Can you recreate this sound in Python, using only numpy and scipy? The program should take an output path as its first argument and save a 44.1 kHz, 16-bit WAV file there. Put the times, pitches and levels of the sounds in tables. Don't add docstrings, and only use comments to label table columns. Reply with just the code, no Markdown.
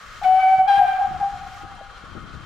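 import sys
import numpy as np
from scipy import signal
from scipy.io import wavfile
from scipy.ndimage import uniform_filter1d

SR = 44100
rng = np.random.default_rng(int(sys.argv[2]) if len(sys.argv) > 2 else 0)


def magnitude_from_level(level_db):
    exponent = np.asarray(level_db, float) / 20
    return 10 ** exponent


def unload_audio(sound):
    columns = np.transpose(np.atleast_2d(sound))
    steps = np.round(np.clip(columns, -1, 1) * 32767)
    wavfile.write(sys.argv[1], SR, steps.astype(np.int16))


N = 108045

# time in seconds, level in dB.
GUSTS = [(0.0, -64), (0.31, -48), (0.53, -63.5), (0.58, -37.5), (0.76, -64), (0.78, -37.5), (1.0, -56),
         (1.13, -34.5), (1.31, -52.5), (1.34, -44), (1.6, -55), (1.65, -38.5), (1.66, -47), (1.94, -57.5),
         (2.18, -37), (2.31, -41.5), (2.33, -43), (2.45, -43.5)]
# frequency in Hz, density in dB per Hz.
WIND_COLOUR = [(12, -14), (22, 10.5), (38, 5), (103, 0), (165, -4), (373, -18), (550, -38), (800, -68)]
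# start in seconds, peak in dB.
BUFFETS = [(0.325, -22.5), (0.587, -45.5), (0.785, -37), (1.072, -37.5), (1.097, -33.5), (1.134, -30),
           (1.192, -26), (1.343, -39), (1.406, -36), (1.638, -27), (2.034, -26), (2.15, -15.5),
           (2.172, -20.5), (2.335, -26.5)]
# frequency in Hz, likeness from 0 to 1.
LIKENESS = [(60, 0.95), (240, 0.7), (950, 0.75), (3770, 0.45), (9000, 0.4), (15000, 0.12)]
# time in seconds, level in dB, lowest and highest frequency in Hz.
TICKS = [
    (0.151, -72.5, 9130, 14730),
    (1.545, -65, 9900, 13560),
    (1.753, -63, 7340, 10250),
]
# frequency in Hz, density in dB per Hz.
MOTOR_COLOUR = [(300, -22), (540, -9), (970, -13), (1260, -2), (2000, -15), (3200, -15.5), (7500, -28),
                (15500, -61.5)]
# frequency in Hz, width in Hz, level in dB.
GEARS = [(993, 49, -30), (1084, 14, -15.5), (1146.3, 90, -6.5), (1256.6, 26, -4), (1365, 22, -10.5),
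         (1434, 37, -9.5), (1460, 52, -10), (1656, 23, -14.5), (1863, 24, -16.5), (2118, 27, -16.5),
         (3133, 55, -18), (3182, 32, -15), (4070, 120, -20)]
# time in seconds, level in dB.
DRIVE = [(0, -47.5), (.2, -45.5), (.6, -46.5), (.65, -56), (.7, -67), (1.05, -52.5), (1.3, -50), (1.5, -49),
         (1.54, -47), (1.632, -48.5), (1.645, -95)]
# frequency in Hz, density in dB per Hz.
DRIVE_COLOUR = [(1400, 4.5), (1900, 1), (2800, -5.5), (4000, -8), (6500, -10), (9000, -24), (12000, -23),
                (15700, -30.5)]
# start in seconds, peak in dB, pitch in Hz, left over right in dB.
KNOCKS = [
    (1.634, -33, 329, -12),
    (1.775, -36, 950, 4.5),
    (1.808, -30, 667, 1),
    (1.812, -33, 550, 7),
]
# delay in seconds, long toot in dB, short toot in dB, left over right in dB.
ECHOES = [(.05, -30.5, -22.5, 12.5), (.175, -21, -19.5, -20), (.318, -23, -12, 4.5),
          (.40, -28, -35.5, 13.5), (.525, -28.5, -10.5, 3), (.62, -28, -25.5, 1.5), (.72, -31.5, -33, 8),
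          (.925, -32.5, -21.5, 0.5), (.985, -55, -29, -0.5), (1.1, -41, -24, 5.5), (1.22, -45, -43, 8)]
# time in seconds, pitch in Hz, level in dB.
LONG = [
    (.238, 752, -31.5),
    (.262, 746, -15),
    (.33, 752, -11.5),
    (.41, 757, -16.5),
    (.45, 756.5, -15),
    (.54, 760, -10.5),
    (.612, 755.5, -10.5),
    (.632, 757, -19.5),
    (.67, 760, -22),
]
# time in seconds, pitch in Hz, level in dB.
SHORT = [
    (.668, 808.5, -30),
    (.692, 807, -11.5),
    (.709, 794, -14.5),
    (.725, 796.2, -12),
    (.778, 795, -19),
    (.80, 798.5, -10.5),
    (.87, 789.1, -24.5),
    (.93, 790, -41.5),
    (.99, 792, -44),
]
# multiple of the pitch, level in the long toot in dB, level in the short
# in dB, share of the edge in the long, share in the short.
OVERTONES = [(2, -39, -31, 0.7, 0.43), (3, -36.5, -40.5, 1.0, 0.45), (4, -47, -43.5, 0.13, 1),
             (5, -69, -53, 0.68, 1.53), (6, -61, -61, 0.48, 1.2), (7, -73.5, -66.5, 0.9, 1.8)]
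# time in seconds, lift in dB.
EDGE = [(.24, 5), (.28, -11.5), (.34, -7.5), (.37, -0.5), (.43, 7), (.52, 3), (.61, 1.5), (.66, -23.5),
        (.685, 6), (.73, 7), (.78, 1.5), (.82, -6.5), (.88, -2), (.94, -8.5), (.99, -18.5)]
# centre in seconds, half width in seconds, depth in dB.
FADES = [
    (.419, 0.013, 9),
    (.575, .017, 13.5),
    (.975, .01, 14),
]
# start in seconds, length in seconds, pitch in Hz, glide in Hz, level in dB.
CHIFF = [
    (0.215, 0.021, 745, -5.5, -30),
    (0.218, 0.048, 815, -8, -29),
    (0.65, 0.12, 767.5, 4, -18),
    (0.667, 0.049, 826, -27, -25.5),
    (0.801, 0.07, 756, -45, -11),
    (0.872, 0.087, 762, 12, -18.5),
    (0.926, 0.056, 752, 10, -20.5),
    (1.028, 0.084, 752, -3.5, -27),
]
# time in seconds, level in dB.
JET = [(.21, -85.5), (.235, -39.5), (.30, -42.5), (.42, -43), (.60, -44.5), (.655, -74.5), (.68, -36),
       (.79, -35.5), (.83, -37.5), (1.02, -50), (1.1, -59.5)]
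# frequency in Hz, density in dB per Hz.
JET_COLOUR = [(900, -9), (1600, -12), (2100, -12.5), (3100, -15.5), (5000, -27), (8000, -34), (12000, -39),
              (15700, -47.5)]


def rms_one(x):
    return x / np.sqrt(np.mean(x ** 2) + 1e-20)


def in_time(rows):
    s, *columns = np.transpose(rows)
    return [np.interp(np.arange(N) / SR, s, c) for c in columns]


def at_hz(points, hz):
    table_hz, value = np.transpose(points)
    return np.interp(np.log(hz), np.log(table_hz), value)


def drift(rate_hz):
    r = np.exp(-80 * np.pi * rate_hz / SR)
    slow = signal.lfilter([1], [1, -2 * r, r * r], rng.standard_normal(N // 40 + 2002))
    slow = slow[2000:]
    return np.interp(np.arange(N) / 40, np.arange(len(slow)), rms_one(slow))


def resonance(x, hz, width_hz):
    r = np.exp(-np.pi * width_hz / SR)
    poles = [1, -2 * r * np.cos(2 * np.pi * hz / SR), r * r]
    return signal.lfilter(np.array([1, 0, -1]) * (1 - r * r) / 2, poles, x)


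def pan(x, db):
    return x * magnitude_from_level(np.array([[db / 2], [-db / 2]]))


def band_pass(x, low_hz, high_hz):
    return signal.sosfilt(signal.butter(2, [low_hz, high_hz], "band", fs=SR, output="sos"), x)


def banded_noise(spectrum, patchy_db, force_db=0, brighten=0):
    out, together = 0, drift(25)
    edges = 18 * 2 ** np.arange(0, 10.1, 1 / 3)
    white = rng.standard_normal((2, 2, N))
    for k, (low, high) in enumerate(zip(edges, edges[1:])):
        hz = np.sqrt(low * high)
        if not spectrum[0][0] * .8 < hz < spectrum[-1][0] * 1.1:
            continue
        mid, side = band_pass(white[k % 2], low, high)
        alike = np.clip(at_hz(LIKENESS, hz), 0, 1)
        flicker_db = patchy_db * np.clip(hz / 90, 0, 1) * (together + .5 * drift(23))
        gain = magnitude_from_level(at_hz(spectrum, hz) + flicker_db + force_db * brighten * np.log2(hz / 200))
        out = out + gain * (np.sqrt(1 + alike) * mid + np.sqrt(1 - alike) * side * [[1], [-1]])
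    return rms_one(out)


def buffets():
    puff_s, cut_hz, level_db = 0.0084, 394, -13.5
    s = np.arange(N) / SR
    shape = sum(magnitude_from_level(db + level_db) * np.exp(-((s - at - puff_s) / puff_s) ** 2) for at, db in BUFFETS)
    return shape * rms_one(band_pass(rng.standard_normal(N), 60, cut_hz))


def wind():
    lump_db, left_db, right_db = 2.6, 7.5, -5
    right_follows, leak_db, breeze_db = 0.26, -17.5, -53.5
    db, = in_time(GUSTS)
    swing = db - db.mean()
    left_rumble = rms_one(banded_noise(WIND_COLOUR, lump_db, swing, brighten=0.27)[0])
    left = magnitude_from_level(db + left_db) * left_rumble + buffets()
    right_rumble = rms_one(banded_noise(WIND_COLOUR, lump_db)[0])
    right = magnitude_from_level(db.mean() + right_follows * swing + right_db) * right_rumble
    breeze = pan(magnitude_from_level(breeze_db) * banded_noise(WIND_COLOUR, 0.7)[0], 7.0)
    return np.array([left, right + magnitude_from_level(leak_db) * left]) + breeze


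def ticks():
    s, half_s, out = np.arange(N) / SR, .004, 0
    for at, db, low_hz, high_hz in TICKS:
        rustle = rms_one(band_pass(rng.standard_normal(N), low_hz, high_hz))
        out = out + magnitude_from_level(db) * np.exp(-((s - at) / half_s) ** 2) * rustle
    return out


def knocks():
    t60_s, rise_s, out = 0.033, 0.0012, 0
    for at, db, hz, pan_db in KNOCKS:
        s = np.maximum(np.arange(N) / SR - at, 0)
        ring = magnitude_from_level(db - 60 * s / t60_s) * (1 - np.exp(-s / rise_s)) * np.sin(2 * np.pi * hz * s)
        out = out + pan(ring, pan_db)
    return out


def motor():
    gears_db, whir_db, pan_db = -47, -47, 8
    noise, gears = rng.standard_normal(N), 0
    for hz, width_hz, db in GEARS:
        ring = resonance(resonance(noise, hz, width_hz), hz, width_hz)
        gears = gears + magnitude_from_level(db + 1.8 * drift(4.5)) * rms_one(ring)
    out = pan(magnitude_from_level(gears_db) * rms_one(gears), pan_db)
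    out += magnitude_from_level(whir_db) * banded_noise(MOTOR_COLOUR, patchy_db=1.5)
    out += magnitude_from_level(in_time(DRIVE)[0]) * banded_noise(DRIVE_COLOUR, patchy_db=.6)
    return out + knocks()


def yard(long, short):
    cut_hz, near_s = 2810, 0.17
    t60_s, rise_s, tail_db, tail_long_db = 2.4, .12, -18, -12
    s, out = np.arange(N) / SR, 0
    for delay, long_db, short_db, pan_db in ECHOES:
        low_pass = signal.butter(2, cut_hz * min(1, near_s / delay), fs=SR)
        dull = signal.lfilter(*low_pass, magnitude_from_level(long_db) * long + magnitude_from_level(short_db) * short)
        out = out + pan(np.interp(s - delay, s, dull, left=0), pan_db)
    shared, own = rng.standard_normal(N), rng.standard_normal((2, N))
    tail = (shared + 0.58 * own) * magnitude_from_level(-60 * s / t60_s) * (1 - np.exp(-s / rise_s))
    tail = magnitude_from_level(tail_db) * tail / np.sqrt(np.sum(tail[0] ** 2))
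    dull = signal.lfilter(*signal.butter(1, cut_hz, fs=SR), magnitude_from_level(tail_long_db) * long + short)
    return out + signal.fftconvolve(tail, dull[None])[:, :N]


WHISTLE_PAN_DB = 4


def toot(rows, column):
    wobble_hz, breath_db, breath_hz = 1.5, -25, 50
    sway_db, flutter_db = 2, 1.5
    hz, db = in_time(rows)
    s = np.arange(N) / SR
    db = db - sum(depth_db * np.exp(-((s - at) / half) ** 2) for at, half, depth_db in FADES)
    phase = 2 * np.pi * np.cumsum(hz + wobble_hz * drift(17.2)) / SR
    breath = drift(breath_hz) * np.sin(phase) + drift(breath_hz) * np.cos(phase)
    tone = magnitude_from_level(db) * (np.sin(phase) + magnitude_from_level(breath_db) * breath)
    out = pan(tone, WHISTLE_PAN_DB) * magnitude_from_level(sway_db * drift(1.3) * [[.5], [-.5]])
    edge_db, = in_time(EDGE)
    for row in OVERTONES:
        gain = magnitude_from_level(row[column] + row[column + 2] * edge_db + flutter_db * drift(38))
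        slip = drift(14)
        for ear in range(2):
            ear_gain = gain * magnitude_from_level(1.8 * drift(24) - 2.5 * ear)
            out[ear] += ear_gain * np.sin(row[0] * phase + slip + 0.55 * drift(24))
    opening = np.clip((s - rows[0][0]) / 0.0097, 0, 1)
    closing = np.clip((rows[-1][0] - s) / 0.0057, 0, 1)
    return np.sqrt(2) * out * opening * closing


def chiff():
    third_db, out = -36, 0
    for at, length, hz, glide_hz, db in CHIFF:
        part = np.clip((np.arange(N) / SR - at) / length, 0, 1)
        phase = 2 * np.pi * np.cumsum(hz + glide_hz * part) / SR
        tone = np.sin(phase) + magnitude_from_level(third_db) * np.sin(3 * phase)
        out = out + pan(magnitude_from_level(db) * np.sin(np.pi * part ** 0.59) * tone, WHISTLE_PAN_DB)
    return out


def whistle():
    jet = magnitude_from_level(in_time(JET)[0]) * banded_noise(JET_COLOUR, patchy_db=1.0)
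    long, short = toot(LONG, column=1) + chiff(), toot(SHORT, column=2)
    carry_until_s, loss_db_per_s = 0.7378, 192
    carry = magnitude_from_level(-loss_db_per_s * np.clip(np.arange(N) / SR - carry_until_s, 0, .085))
    return long + short + jet + yard(long[0], short[0] * carry + jet[0])


def scene():
    return whistle() * magnitude_from_level(3.0) + motor() + wind() + ticks()


def band_limit(x):
    return signal.sosfilt(signal.butter(12, 15960, fs=SR, output="sos"), x)


def record(dry):
    duck_above_db, duck_share, recover_db_per_s = -16.5, 0.52, 25.5
    grit_db, grit_from_hz = -44, 8000
    ramp = recover_db_per_s * np.arange(N) / SR
    level_db = 10 * np.log10(uniform_filter1d(np.mean(dry ** 2, axis=0), size=800) + 1e-12)
    wanted_db = duck_share * np.maximum(level_db - duck_above_db, 0)
    duck_db = np.maximum.accumulate(wanted_db + ramp) - ramp
    high_pass = signal.butter(2, grit_from_hz, "high", fs=SR)
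    grit = signal.lfilter(*high_pass, rng.standard_normal((2, N)))
    wet = dry + magnitude_from_level(grit_db + level_db) * grit
    return band_limit(wet * magnitude_from_level(-uniform_filter1d(duck_db, size=600)))


dry = scene()
out = record(dry)
unload_audio(out)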